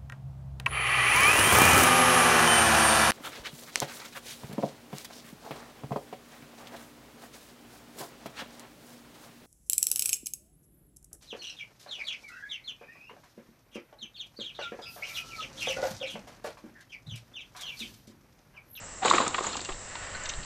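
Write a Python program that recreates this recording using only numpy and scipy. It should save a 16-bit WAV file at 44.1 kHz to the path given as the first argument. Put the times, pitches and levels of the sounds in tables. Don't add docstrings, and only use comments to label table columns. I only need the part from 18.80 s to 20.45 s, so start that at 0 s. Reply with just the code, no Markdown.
import sys
import numpy as np
from scipy import signal
from scipy.fft import rfft, irfft
from scipy.io import wavfile

SR = 44100
rng = np.random.default_rng(int(sys.argv[2]) if len(sys.argv) > 2 else 0)


def transcribe(signal):
    frames = np.atleast_2d(signal).T
    limited = np.clip(frames, -1, 1)
    pcm = np.round(limited * 32767).astype(np.int16)
    wavfile.write(sys.argv[1], SR, pcm)


N = 72765
TIME_S, FREQ_HZ = np.arange(N) / SR, np.fft.rfftfreq(N, 1 / SR)


def amp(db):
    return 10 ** (np.asarray(db) / 20)


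def unit_rms(x):
    return x / np.sqrt(np.mean(x ** 2) + 1e-20)


def gain_curve(table, column=1):
    rows = np.array(table)
    return amp(np.interp(TIME_S, rows[:, 0], rows[:, column]))


def colour(x, spectrum):
    hz, db = np.transpose(spectrum)
    gain = amp(np.interp(np.log(FREQ_HZ + 1), np.log(hz), db))
    return unit_rms(irfft(rfft(x) * gain, N))


def noise(spectrum):
    return colour(rng.standard_normal(N), spectrum)


def band_noise(hz, width_hz):
    detuning = 1.3 * (FREQ_HZ - hz) / width_hz
    return unit_rms(irfft(rfft(rng.standard_normal(N)) / (1 + detuning ** 2), N))


def envelope(start_s, rise_s, hold_s, t60_s):
    age_s = TIME_S - start_s
    attack = np.clip(age_s / rise_s, 0, 1) ** 1.2
    return attack * amp(-60 * np.maximum(age_s - rise_s - hold_s, 0) / t60_s)


def burst(x, shape):
    return unit_rms(x * shape) * np.sqrt(np.mean(shape ** 2))


def ring(x, modes):
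    response = np.zeros(N)
    for hz, db, t60_s in modes:
        decay = amp(-60 * TIME_S / t60_s)
        response += 2 * amp(db) * decay / decay.sum() * np.cos(2 * np.pi * hz * TIME_S)
    return signal.fftconvolve(x, response)[:N]


def slips(rate_per_s=5000, spread_db=2.5):
    size = amp(spread_db * np.minimum(rng.exponential(1, N), 4))
    return size * rng.choice([-1, 1], N) * (rng.random(N) < rate_per_s / SR)


# f/Hz, level/dB
HISS_SPECTRUM = [(20, -5), (55, 0.5), (88, 8.5), (120, 1.5), (300, -5), (700, -2.5), (1500, -16.5),
                 (3000, -26.5), (5500, -9.5), (6700, -9), (7500, 3.5), (8200, -5), (9000, -33.5)]

def hiss(level_db=-45):
    return amp(level_db) * noise(HISS_SPECTRUM)


# t/s, level/dB
GUST_LEVELS = [(0, -54), (.87, -64), (.925, -40), (.99, -56.5), (1.29, -52), (1.36, -39.5), (1.42, -51.5),
               (1.49, -44), (1.54, -48), (1.595, -32), (1.63, -46.5)]
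# f/Hz, level/dB
GUST_SPECTRUM = [(8, 2), (22, 2.5), (42, 4.5), (70, -14), (160, -15), (400, -36), (2000, -83)]

def wind():
    return burst(noise(GUST_SPECTRUM), gain_curve(GUST_LEVELS))


# t/s, body level/dB, treble level/dB
SCRAPE_LEVELS = [(.21, -58, -63.5), (.24, -37, -39), (.256, -26.5, -31.5), (.295, -30.5, -32),
                 (.352, -28.5, -35), (.385, -32, -32.5), (.425, -30.5, -37.5), (.48, -38.5, -39),
                 (.53, -42.5, -46.5), (.57, -40, -39), (.62, -41, -44.5), (.65, -37.5, -39),
                 (.70, -40, -40.5), (.78, -47.5, -46), (.875, -52, -48), (.91, -54.5, -48.5),
                 (.97, -55, -56.5)]
# f/Hz, level/dB
BODY_SPECTRUM = [(60, -21), (170, -3), (340, 1.5), (650, 0), (900, 1.5), (1150, 3), (1550, -4), (2200, -9),
                 (3200, -27), (6000, -58.5)]
TREBLE_SPECTRUM = [(1200, -41.5), (2700, 0.5), (3200, -2), (3800, 4.5), (4700, -2.5), (5800, -9),
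                   (6600, -3), (7200, 7), (8100, -4), (9000, -22.5)]

def scrape():
    friction = slips()
    body = colour(friction, BODY_SPECTRUM) * gain_curve(SCRAPE_LEVELS)
    treble = colour(friction, TREBLE_SPECTRUM) * gain_curve(SCRAPE_LEVELS, column=2)
    return body + treble


# t/s, level/dB, f/Hz, rise/s, hold/s, t60/s, crack/dB re level, thud/dB re level
TIMBER_KNOCKS = [(0.216, -28.5, 768, 0.015, 0.0046, 0.033, -7.5, -8),
                 (0.249, -21, 457, 0.0026, 0.0014, 0.017, -12, -3.5),
                 (0.256, -25, 1175, .002, 0.0035, .02, -11, -1),
                 (0.277, -30, 1133, 0.0025, .005, .02, -6, -3),
                 (.3105, -9, 1088, 0.0026, 0.00045, .013, -15, -36),
                 (0.329, -30, 1290, 0.0012, 0.0027, 0.017, -3, -3.5),
                 (0.3358, -19.5, 1277, 0.0022, 0.0012, 0.0074, -2.5, -1),
                 (.340, -27.5, 346, .002, 0.0047, 0.03, -2.5, -21),
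                 (.347, -27, 1344, 0.00075, 0.0016, 0.046, 3.5, -7.5),
                 (.3805, -18, 1203, 0.0021, .0032, 0.01, -5, -9.5),
                 (0.4024, -20, 1083, 0.00094, 0.0012, 0.029, -24, -4),
                 (0.418, -36, 1270, 0.0013, 0.0049, 0.025, -4, 2),
                 (0.464, -32, 1263, 0.0011, 0.0047, 0.067, -4, 0.5),
                 (0.544, -29, 1204, 0.00024, 0.0038, 0.044, 3, -6),
                 (0.5819, -27.5, 1070, 0.00076, 0.0094, 0.014, -6.5, -5.5),
                 (0.607, -33, 370, .001, 0.0027, 0.034, -12.5, 0),
                 (0.641, -29.5, 1200, 0.0018, 0.0029, 0.02, -10, -16),
                 (0.665, -37, 1080, 0.00071, 0.0086, 0.031, -2.5, 3),
                 (0.733, -38.5, 1330, 0.0013, 0.0038, 0.028, -4, -12.5),
                 (.753, -33, 900, 0.0014, 0.0037, 0.017, -18.5, -1.5),
                 (.772, -39, 262, 0.0017, 0.0024, 0.027, -2, -3),
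                 (0.792, -41.5, 1000, 0.0013, 0.0024, .02, 2.5, 0),
                 (.813, -41.5, 360, 0.0018, 0.0022, 0.033, -3.5, -10),
                 (0.889, -37, 377, 0.0013, 0.002, 0.084, 1.5, 1),
                 (1.154, -36, 956, 0.0015, .002, 0.027, -14, -6.5),
                 (1.348, -40.5, 1510, 0.0011, 0.0065, 0.038, -7, -4.5)]
# f/Hz, level/dB
CRACK_SPECTRUM = [(300, -33.5), (900, -3), (1400, 5.5), (2100, 4.5), (2900, 1.5), (4000, -4.5), (5500, -23),
                  (9000, -31.5)]
THUD_SPECTRUM = [(60, -35), (180, -1.5), (330, -3.5), (520, -0.5), (850, 4), (1200, 5.5), (2000, -39),
                 (9000, -42)]

def knocks():
    out = np.zeros(N)
    for start_s, db, hz, rise_s, hold_s, t60_s, crack_db, thud_db in TIMBER_KNOCKS:
        sine = np.sqrt(2) * np.sin(2 * np.pi * hz * (TIME_S - start_s))
        tone = sine * envelope(start_s, rise_s, hold_s, t60_s)
        crack = burst(noise(CRACK_SPECTRUM), envelope(start_s, rise_s, hold_s, 0.77 * t60_s))
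        thud = burst(noise(THUD_SPECTRUM), envelope(start_s, rise_s, hold_s, 2.06 * t60_s))
        out += amp(db) * (tone + amp(crack_db) * crack + amp(thud_db) * thud)
    return out


# t/s, level/dB, f/Hz, width/Hz, t60/s
FITTING_CLICKS = [(.248, -27.5, 3700, 900, 0.025), (0.2568, -22, 7730, 500, 0.023),
                  (0.281, -21, 3240, 1400, .025), (0.3, -20, 3870, 303, 0.031),
                  (0.301, -22, 7100, 990, 0.028), (.322, -42, 7300, 400, .05),
                  (0.353, -29.5, 6960, 1200, 0.057), (0.479, -20.5, 7060, 1650, 0.011),
                  (0.6367, -31, 7200, 1300, 0.018), (.667, -27, 6940, 248, 0.053),
                  (0.729, -33.5, 4300, 1000, 0.023), (0.743, -36.5, 3100, 900, 0.055),
                  (0.767, -31.5, 7050, 1100, 0.029), (0.768, -32.5, 4300, 1800, 0.037),
                  (0.806, -32.5, 4120, 700, 0.016), (0.815, -34, 5950, 2800, .012),
                  (0.849, -27.5, 5300, 3000, 0.0056), (.855, -36.5, 3280, 1800, 0.032),
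                  (0.92, -39, 3180, 1600, 0.059), (1.1534, -34, 3260, 2420, 0.034),
                  (1.225, -42, 2900, 2420, 0.035), (1.349, -41, 4230, 250, 0.048),
                  (1.436, -33.5, 7300, 1000, 0.018), (1.456, -34.5, 3400, 1800, 0.048),
                  (1.4557, -35, 6200, 600, 0.025), (1.49, -29, 6270, 704, 0.049),
                  (1.493, -32, 3150, 2000, 0.055), (1.498, -37.5, 3720, 247, 0.04),
                  (1.537, -34, 3900, 1600, 0.019), (1.626, -48, 2800, 447, 0.11),
                  (1.630, -44, 4260, 700, 0.082)]
# f/Hz, gain/dB, t60/s
FITTING_MODES = [(2780, 7.5, 0.071), (3700, 3.5, .09), (4240, 4, 0.075), (6920, 3, .1)]

def clicks(rise_s=0.00077, direct_db=-0.5):
    chatter = np.zeros(N)
    for start_s, db, hz, width_hz, t60_s in FITTING_CLICKS:
        chatter += amp(db) * burst(band_noise(hz, width_hz), envelope(start_s, rise_s, 0, t60_s))
    return amp(direct_db) * chatter + ring(chatter, FITTING_MODES)


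# t/s, level/dB
RUB_LEVELS = [(.95, -51), (1.04, -49.5), (1.13, -46), (1.23, -42), (1.31, -43), (1.40, -43), (1.47, -41),
              (1.56, -45), (1.65, -48.5)]
# f/Hz, level/dB
RUB_SPECTRUM = [(100, -9), (350, -25), (580, 0.5), (750, -4.5), (1250, 1), (1600, -0.5), (1850, 4),
                (2400, -6.5), (2800, -2), (3400, -10.5), (4300, -11), (6000, -19.5), (9000, -21.5)]

def rub():
    return gain_curve(RUB_LEVELS) * colour(slips(), RUB_SPECTRUM)


# t/s, hold/s, level/dB
RUB_SQUEAKS = [(1.155, .06, -51.5), (1.348, 0.1, -50)]
# f/Hz, level/dB
WOBBLE_SPECTRUM = [(2, 0), (25, 1), (120, -40), (2000, -90)]

def squeaks(pitch_hz=1488, wobble_rms_hz=4.8, rise_s=0.012, t60_s=0.2):
    hz = pitch_hz + wobble_rms_hz * noise(WOBBLE_SPECTRUM)
    tone = unit_rms(np.sin(2 * np.pi * np.cumsum(hz) / SR))
    gain = sum(amp(db) * envelope(start_s, rise_s, hold_s, t60_s) for start_s, hold_s, db in RUB_SQUEAKS)
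    return gain * tone


# f/Hz, gain/dB, t60/s
FRAME_MODES = [(267, -11, 0.32), (350, -18, 0.23), (501, -0.5, 0.13), (755, -13, .15), (1130, -24.5, 0.23),
               (1472, -3, 0.47), (1890, -5.5, 0.49)]

def frame_ring(machine):
    return ring(machine, FRAME_MODES)


def echoes(x, level_db=-24, t60_s=0.2, rate_per_s=2000):
    taps = rng.standard_normal(N) * (rng.random(N) < rate_per_s / SR)
    taps *= envelope(start_s=0.008, rise_s=0.004, hold_s=0, t60_s=t60_s)
    return amp(level_db) * signal.fftconvolve(x, taps / np.linalg.norm(taps))[:N]


def scene():
    machine = knocks() + clicks() + scrape() + squeaks() + rub()
    return (machine + frame_ring(machine) + echoes(machine) + hiss() + wind())[None]


def record(dry, cutoff_hz=8780):
    lowpass = signal.firwin(161, cutoff_hz, window=("kaiser", 8), fs=SR)
    return signal.oaconvolve(dry, lowpass[None], "same")


dry = scene()
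out = record(dry)
transcribe(out)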